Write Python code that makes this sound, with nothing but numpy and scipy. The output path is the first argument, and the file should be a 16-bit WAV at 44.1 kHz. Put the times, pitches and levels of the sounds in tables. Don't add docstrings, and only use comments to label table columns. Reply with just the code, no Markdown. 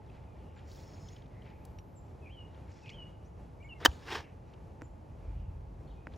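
import sys
import numpy as np
from scipy import signal
from scipy.fft import rfft, irfft
from scipy.io import wavfile
from scipy.ndimage import uniform_filter1d

SR = 44100
rng = np.random.default_rng(int(sys.argv[2]) if len(sys.argv) > 2 else 0)


def dump(signal):
    limited = np.clip(np.atleast_2d(signal).T, -1, 1)
    pcm = np.round(limited * 32767).astype(np.int16)
    wavfile.write(sys.argv[1], SR, pcm)


N = 272097
TIME, FREQ = np.arange(N) / SR, np.fft.rfftfreq(N, 1 / SR)
BALL_S = 3.8592
# t/s into the call, length/s, first f/Hz,
# last f/Hz, level/dB, warble depth as a share of the pitch
WHISTLE = [(0, .04, 2640, 2500, -11, 0.005), (0.03, .06, 2440, 2430, -6, .05),
           (.078, .05, 2600, 3280, -9, .016), (0.112, .05, 3330, 3000, -12, .013),
           (0.15, .072, 3020, 2840, -3.3, 0.003), (.212, .045, 2920, 2880, -13, .004)]
ANSWER = [(0, .04, 2240, 2406, -11, .005), (0.026, 0.012, 2564, 2850, -11, 0.03),
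          (0.039, .046, 2159, 2250, -5, .004), (.089, .034, 2987, 2800, -1.5, 0.0046),
          (.11, .03, 2810, 2700, 1.5, .002), (.15, 0.05, 2220, 2063, -13, .002)]
SLUR = [(0, .018, 4300, 4310, -2.1, .01), (0, 0.072, 3400, 3170, -1.2, 0.046),
        (.092, .03, 2540, 2520, 1, .003), (.135, .035, 2610, 2690, -2, 0.006)]
CHIP = [(0, .014, 8100, 7500, -11, .01), (.008, .04, 7480, 7280, -3, .008)]
RISE = [(0.00049, 0.048, 5880, 6950, 0.0055, 0.027)]
FAR_CALL = [(0, 0.129, 2090, 1970, -1.2, 0.027), (0.121, 0.162, 2510, 2270, -1.1, 0.05)]


def undb(db):
    return 10 ** (np.asarray(db) / 20)


def unit(x):
    return x / np.sqrt(np.mean(x ** 2))


def noise():
    return rng.standard_normal(N)


def colour(x, points):
    hz, db = np.transpose(points)
    return irfft(rfft(x) * undb(np.interp(np.log(FREQ + 1), np.log(hz), db)), N)


def band(x, hz, q):
    return signal.lfilter(*signal.iirpeak(hz, max(q, .5), fs=SR), x)


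def lowpass(x, hz, order):
    return signal.sosfilt(signal.butter(order, hz, fs=SR, output="sos"), x)


def wander(rate):
    hold = int(SR / rate)
    steps = np.repeat(rng.standard_normal(N // hold + 1), hold)
    return 1.6 * uniform_filter1d(uniform_filter1d(steps, hold), hold)[:N]


def whirr(hz, width_hz):
    phase = 2 * np.pi * np.cumsum(hz * np.ones(N)) / SR
    return unit(wander(width_hz) * np.sin(phase) + wander(width_hz) * np.cos(phase))


def grains(rate, spread_db):
    clicks = noise() * (rng.random(N) < rate / SR)
    return unit(clicks * undb(spread_db * np.minimum(rng.exponential(size=N), 4)))


def crunch(rate=260, spread_db=0.9, q=7, low_hz=900, top_hz=7000):
    pitches = np.geomspace(low_hz, top_hz, 20)
    return sum(np.sqrt(hz) * unit(band(grains(rate, spread_db), hz, q)) for hz in pitches)


def fade(start, t60):
    return (TIME >= start) * np.exp(-np.log(1000) * np.clip((TIME - start) / t60, 0, 4))


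def stroke(start, length, rise_s, t60):
    release = np.where(TIME < start + length, 1, fade(start + length, t60))
    return np.clip((TIME - start) / rise_s, 0, 1) * release


def swell(peak_s, db, half_s):
    return undb(db) * np.exp(-.5 * np.minimum(((TIME - peak_s) / half_s) ** 2, 100))


def swells(rows):
    return sum(swell(*row) for row in rows)


def ring(start, modes):
    hz, db, t60 = np.transpose(modes)[:, :, None]
    sounding = (TIME >= start) & (TIME < start + 2 * t60.max())
    age, out = TIME[sounding] - start, np.zeros(N)
    tones = undb(db) * np.exp(-np.log(1000) * age / t60) * np.sin(2 * np.pi * hz * age)
    out[sounding] = tones.sum(axis=0)
    return out


def outdoors(x, t60, top_hz):
    tails = [lowpass(noise(), top_hz, 2) * fade(0, t60) for _ in range(2)]
    return np.array([signal.fftconvolve(x, tail / np.linalg.norm(tail))[:N] for tail in tails])


def distant_rumble(db=-50, waver_db=0.9):
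    # f/Hz, level/dB
    rumble_tone = [(15, -43), (28, -21), (55, -2), (85, -0.5), (140, -6.5), (220, -15), (330, -16.5),
                   (500, -19), (880, -25), (1500, -37.5), (2600, -41), (3600, -48), (6200, -51),
                   (9000, -55.5), (11500, -54), (15000, -74)]
    # f/Hz, level/dB
    width = [(30, -21), (100, -15), (300, -7), (700, 0), (1400, 1.5), (2400, -18.5), (7000, -24.5),
             (11000, -14.5)]
    middle = unit(colour(noise(), rumble_tone)) * undb(waver_db * wander(16))
    side = colour(unit(colour(noise(), rumble_tone)), width)
    return undb(db) * (middle + side * np.array([[1], [-1]]))


def distant_hum(hz=865, width_hz=110, db=-73, waver_db=2.5):
    return whirr(hz, width_hz) * undb(db + waver_db * wander(3.4))


def scuffs(flicker_db=2):
    # f/Hz, level/dB
    scuff_tone = [(500, -16), (1400, 2), (2400, 3), (3400, -5), (4300, -9), (5500, -15), (9000, -31)]
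    # peak t/s, level/dB, half-width/s
    shifts = [(.13, -72, 0.091), (.38, -75.5, 0.037), (.595, -66.5, 0.035), (.9, -75, 0.25),
              (1.18, -69, 0.05), (1.36, -73.5, 0.035), (1.48, -67, 0.038), (1.6, -77, 0.057),
              (2.56, -75.5, 0.033), (2.8, -72.5, 0.25), (4.52, -70, 0.043), (5.33, -76.5, 0.097),
              (6.133, -65.5, 0.016)]
    return unit(colour(crunch(), scuff_tone)) * swells(shifts) * undb(flicker_db * wander(40))


def snaps(rise_s=0.0032, t60=0.024):
    # t/s, level/dB, f/Hz, sharpness q
    bursts = [(.063, -63, 4000, 3), (0.099, -51.5, 2500, 3.1), (.168, -64, 3700, 2.5), (.565, -53, 2700, 3),
              (0.591, -52, 3500, 2.2), (.715, -48, 4100, 3), (1.025, -61, 5380, 4), (1.086, -47, 3470, 4),
              (1.087, -49, 6100, 4.9), (1.164, -46, 3060, 3.4), (1.221, -52, 3200, 3),
              (1.259, -56.5, 3500, 2.8), (1.421, -51, 3060, 4.5), (1.497, -56, 3000, 3.1),
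              (1.651, -46.5, 9000, 0.4), (1.787, -44, 2720, 1.9), (2.545, -56, 3400, 3),
              (2.716, -58, 6170, 3), (2.834, -54, 5400, 4), (2.86, -45, 2900, 3.5), (2.88, -42, 2750, 4),
              (2.892, -37.5, 3200, 2.5), (2.9, -45.5, 5030, 2.5), (3.914, -45.5, 2850, 3.1),
              (4.537, -52, 3180, 1.5), (6.136, -49.5, 3600, 3.06), (6.161, -57.5, 5550, 3.9)]
    out = np.zeros(N)
    for s, db, hz, q in bursts:
        rise = np.clip((TIME - s) / rise_s + .5, 0, 1)
        burst = unit(band(band(noise(), hz, q), hz, q))
        out += undb(db) * burst * rise * fade(s, t60) / 2
    return out


def birds(warble_hz=65, waver=0.0035, settle=1.6, arch=0.43, hoarse_per_depth=22, branches_db=-13):
    # t/s, level/dB, pitch factor, warble factor, echo level/dB, phrase
    calls = [(.25, -76, 1.22, 1, -4, FAR_CALL), (.548, -75, 0.96, 2, -7, CHIP),
             (1.3, -72, 1.01, 1.4, -2.5, FAR_CALL), (1.953, -62.5, 1.0, .6, -12, CHIP),
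             (2.217, -51.5, 1.0, .9, -16, WHISTLE), (2.827, -47.5, 1.0, 1.3, -15, WHISTLE),
             (3.24, -76, 0.94, 1.5, -8, RISE), (3.6, -49.5, 1.0, 1, -22, ANSWER),
             (3.622, -72, .98, .7, -11, CHIP), (4.822, -65.5, 0.98, 1.2, -11, CHIP),
             (5.2, -77, 1.2, 1.5, -3, FAR_CALL), (5.87, -72, 0.98, 1.6, -6, SLUR)]
    song, to_woods = np.zeros(N), np.zeros(N)
    unsteady = waver * wander(200)
    warble_rate = warble_hz * (1 + .3 * wander(60))
    warble = np.sin(2 * np.pi * np.cumsum(warble_rate) / SR) + .5 * wander(300)
    breath = (wander(600) + 1j * wander(600)) / np.sqrt(2)
    for start, call_db, ratio, rasp, woods_db, phrase in calls:
        for s, length, first_hz, last_hz, db, depth in phrase:
            on = (TIME > start + s) & (TIME < start + s + length)
            progress = np.clip((TIME[on] - start - s) / length, 0, 1)
            pitch = ratio * (last_hz + (first_hz - last_hz) * (1 - progress) ** settle)
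            pitch *= 1 + rasp * depth * warble[on] + unsteady[on]
            tone = np.exp(2j * np.pi * np.cumsum(pitch) / SR)
            hoarse = np.clip(hoarse_per_depth * rasp * depth, 0, .6)
            voice = np.imag((np.sqrt(1 - hoarse ** 2) + hoarse * breath[on]) * tone)
            note = undb(call_db + db) * np.sin(np.pi * progress) ** arch * voice
            song[on] += note
            to_woods[on] += undb(woods_db) * note
    branches = undb(branches_db) * outdoors(song, t60=.2, top_hz=9000)[0]
    return song + branches + outdoors(to_woods, t60=.65, top_hz=7000)[0]


def brushing(waver_hz=45, flicker_db=2.5, start_sharp=.09, settle_s=.16):
    # t/s, length/s, rustle level/dB, whistle level/dB, fizz level/dB; the third is clothes
    strokes = [(0.64, .53, -70.5, -75.5, -80), (0.67, .13, -72.5, -84, -75.5),
               (2.669, 0.25, -72, -81, -100), (4.445, .04, -79, -92, -92), (6.11, 0.057, -81, -88, -100)]
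    # f/Hz, level/dB
    rustle_tone = [(900, -7), (2000, 0), (3500, -3.5), (5000, 1.5), (6100, -1.5), (6700, -3), (7400, -8),
                   (8200, -10), (11500, -26), (15500, -32)]
    fizz_tone = [(5000, -25), (8000, -2), (11500, -1), (15500, -1.5)]
    # f/Hz, width/Hz, level/dB
    resonances = [(2300, 400, -11), (3270, 450, -8), (4200, 400, -10), (5300, 480, 0), (6600, 900, -3)]
    blades = crunch(rate=420, spread_db=1.6, q=14, low_hz=1200, top_hz=8500)
    rustle = unit(colour(blades, rustle_tone))
    fizz = unit(colour(grains(4500, 1.9), fizz_tone))
    wavering = [(hz + waver_hz * wander(14), width, undb(db + flicker_db * wander(45)))
                for hz, width, db in resonances]
    out = np.zeros(N)
    for s, length, rustle_db, whistle_db, fizz_db in strokes:
        sinking = 1 + start_sharp * np.exp(-np.maximum(TIME - s, 0) / settle_s)
        whistle = sum(gain * whirr(hz * sinking, width) for hz, width, gain in wavering)
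        grass = undb(rustle_db) * rustle + undb(whistle_db) * whistle + undb(fizz_db) * fizz
        out += stroke(s, length, rise_s=0.049, t60=0.25) * grass
    return out


def high_hiss():
    return whirr(hz=12000, width_hz=1800) * swell(peak_s=1.75, db=-85, half_s=0.22)


def clink(start_s=1.787):
    # f/Hz, level/dB, t60/s
    metal_modes = [(5670, -54, 0.04), (8100, -73, .06)]
    return ring(start_s, metal_modes)


def shaft_eddies(peak_s=3.83, peak_hz=1550, doubling_s=.027):
    pitch = peak_hz * 2 ** np.clip((TIME - peak_s) / doubling_s, -2, 1)
    return whirr(pitch, width_hz=1700) * swell(peak_s, db=-50, half_s=0.014)


def swish(grit_db=-4, flutter_db=1.8, spray_db=-20, finish_s=4.21, finish_t60=.5):
    # f/Hz, level/dB
    rush_tone = [(120, -22.5), (220, -7), (330, 1), (480, 2), (620, -8.5), (820, 3), (1150, 0),
                 (1370, -6.5), (1700, -1.5), (2350, -7.5), (2750, -4.5), (4200, -12), (5500, -11.5),
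                 (6400, -21), (8000, -29.5), (11000, -39)]
    spray_tone = [(2500, -14), (7000, 0), (11000, -2.5), (15500, -10)]
    # peak t/s, level/dB, half-width/s
    rushes = [(3.828, -52.5, 0.021), (4.062, -56, 0.036), (4.113, -43, 0.023), (4.148, -42.5, 0.021),
              (4.185, -50, 0.023), (4.24, -65, .03)]
    grit = undb(grit_db) * grains(900, 1.5)
    rush = unit(colour(noise() + grit, rush_tone)) * undb(flutter_db * wander(110))
    spray = undb(spray_db) * unit(colour(grains(6600, 3), spray_tone))
    slowing = np.where(TIME < finish_s, 1, fade(finish_s, finish_t60))
    return (rush + spray) * swells(rushes) * slowing


def whooshes():
    # peak t/s, level/dB, half-width/s, f/Hz, width/Hz
    passes = [(3.827, -49, 0.019, 480, 600), (3.835, -57, .012, 3400, 1500),
              (4.087, -45, 0.0046, 1615, 700), (4.12, -45.5, 0.011, 2700, 2004),
              (4.255, -65.5, 0.048, 2300, 1703)]
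    return sum(whirr(hz, width) * swell(s, db, half) for s, db, half, hz, width in passes)


def turf(start_s=3.8484, cut_db=-17, rise_s=.0035, ease_db_per_s=500, crumbs_db=-59):
    # f/Hz, level/dB
    tearing_tone = [(100, -21), (220, -16), (330, -2), (600, -7.5), (1200, 0), (1750, 4.5), (2250, -6.5),
                    (2700, -1.5), (3400, -3.5), (4500, -10.5), (6300, -7.5), (8000, -15), (11000, -14),
                    (15500, -16)]
    cut_s = BALL_S - start_s
    easing = undb(-ease_db_per_s * np.clip(TIME - start_s - rise_s, 0, cut_s))
    depth = stroke(start_s, cut_s, rise_s, t60=0.028) * easing
    tearing = unit(colour(grains(20000, 1.2), tearing_tone))
    crumbs = unit(band(grains(9000, 1.5), hz=3300, q=1.6)) * fade(BALL_S, t60=.9)
    return undb(cut_db) * depth * tearing + undb(crumbs_db) * crumbs


def club_blow(start_s, contact_s, bass_cut_hz=340):
    # f/Hz, level/dB, t60/s
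    strike_tones = [(346, -17.5, 0.032), (496, -22, 0.03), (849.5, -27, 0.014), (1000, -14.5, 0.017),
                    (1220, -17, 0.019), (1379, -9, .0055), (1670, -6, 0.0089), (1730, -14.5, 0.011),
                    (2560, -18, 0.011), (3470, -14, .013), (4860, -10.5, 0.01), (5300, -22, 0.012),
                    (6540, -25.5, 0.0084), (7700, -27.5, 0.011), (10000, -37, 0.0159), (11400, -36.5, .016)]
    softening = np.exp(-(np.pi * FREQ * contact_s / 2) ** 2)
    blow = irfft(rfft(ring(start_s, strike_tones)) * softening, N)
    return signal.sosfilt(signal.butter(2, bass_cut_hz, "high", fs=SR, output="sos"), blow)


def ground_blow(db=-10):
    return undb(db) * club_blow(start_s=3.8511, contact_s=0.00022)


def ball_click(crack_db=-19, ping_hz=3085, ping_db=-1, ping_t60=.0135, ping_rise_s=0.0035):
    blow = club_blow(BALL_S, contact_s=.00005)
    crack = unit(band(noise(), hz=5100, q=2)) * fade(BALL_S, t60=0.0075)
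    build_up = np.clip((TIME - BALL_S) / ping_rise_s + .2, 0, 1)
    ping = ring(BALL_S, [(ping_hz, ping_db, ping_t60)]) * build_up
    return undb(crack_db) * crack - blow - ping


def ball_flight(hz=6900, fall_hz_per_s=2000, db=-72, t60=1.2):
    pitch = hz - fall_hz_per_s * np.clip(TIME - BALL_S, 0, 1)
    return whirr(pitch, width_hz=290) * undb(db) * fade(BALL_S, t60)


def grass_bounce(x, delay_s=.00384, db=-16, top_hz=3600):
    delayed = np.interp(TIME - delay_s, TIME, x)
    return x + undb(db) * lowpass(delayed, top_hz, 1)


def thump(start_s=3.882, hz=64, db=-21, t60=0.091, rise_s=0.011):
    return ring(start_s, [(hz, db, t60)]) * np.clip((TIME - start_s) / rise_s, 0, 1)


def knocks(top_hz=2750, body_lag_s=0.0023):
    # t/s, level/dB, extra body level/dB, tick level/dB
    taps = [(4.8124, -43, 7, -68), (4.819, -30.5, 7, -48), (6.0701, -25, -3, -58.5)]
    # f/Hz, level/dB, t60/s
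    shell_modes = [(900, -8.5, 0.0046), (1540, -8, 0.0067), (1910, -11.5, 0.0053), (2400, -27, 0.0053)]
    body_modes = [(321.6, -13.5, 0.04), (510, -11, 0.0056)]
    tick = unit(band(noise(), hz=5200, q=3.2))
    ticks, hollow = np.zeros(N), np.zeros(N)
    for s, db, body_db, tick_db in taps:
        body = undb(body_db) * ring(s + body_lag_s, body_modes)
        hollow += undb(db) * (ring(s, shell_modes) - body)
        ticks += undb(tick_db) * tick * fade(s, t60=0.0046)
    return ticks + lowpass(hollow, top_hz, 8)


def breeze():
    # peak t/s, level/dB, half-width/s
    gusts = [(4.94, -52.5, 0.036), (5.33, -46.5, 0.089), (5.49, -47, 0.066), (5.6, -48.5, 0.46)]
    # f/Hz, level/dB
    wind_tone = [(15, -36), (30, -17), (48, 4), (90, -4), (150, -15.5), (300, -39.5), (1000, -80)]
    return unit(colour(noise(), wind_tone)) * swells(gusts)


def scene(near_db=-27, far_db=-42):
    strike = grass_bounce(turf() + ground_blow() + ball_click() + ball_flight())
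    shot = shaft_eddies() + swish() + whooshes() + strike
    near_echo = undb(near_db) * outdoors(shot, t60=0.084, top_hz=1080)
    far_echo = undb(far_db) * outdoors(shot, t60=1.1, top_hz=1200)
    small_sounds = scuffs() + snaps() + brushing() + clink() + knocks()
    background = distant_rumble() + distant_hum() + birds() + high_hiss() + breeze()
    return shot + thump() + near_echo + far_echo + small_sounds + background


def record(dry, ceiling=0.79, top_hz=15800):
    # f/Hz, left minus right phase/rad
    phase_gaps = [(0, 0), (2200, .06), (3100, .38), (3600, .26), (4400, 0), (6600, 0), (7200, -.3),
                  (7800, -.8), (9200, -3.14), (11100, -6.28), (13300, -9.42), (15800, -13.4)]
    hz, gap = np.transpose(phase_gaps)
    rounded = ceiling * np.tanh(dry / ceiling)
    shift = np.exp(.5j * np.interp(FREQ, hz, gap) * np.array([[1], [-1]]))
    stereo = irfft(rfft(rounded) * shift, N)
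    return signal.sosfilt(signal.ellip(10, .2, 70, top_hz, fs=SR, output="sos"), stereo)


dry = scene()
out = record(dry)
dump(out)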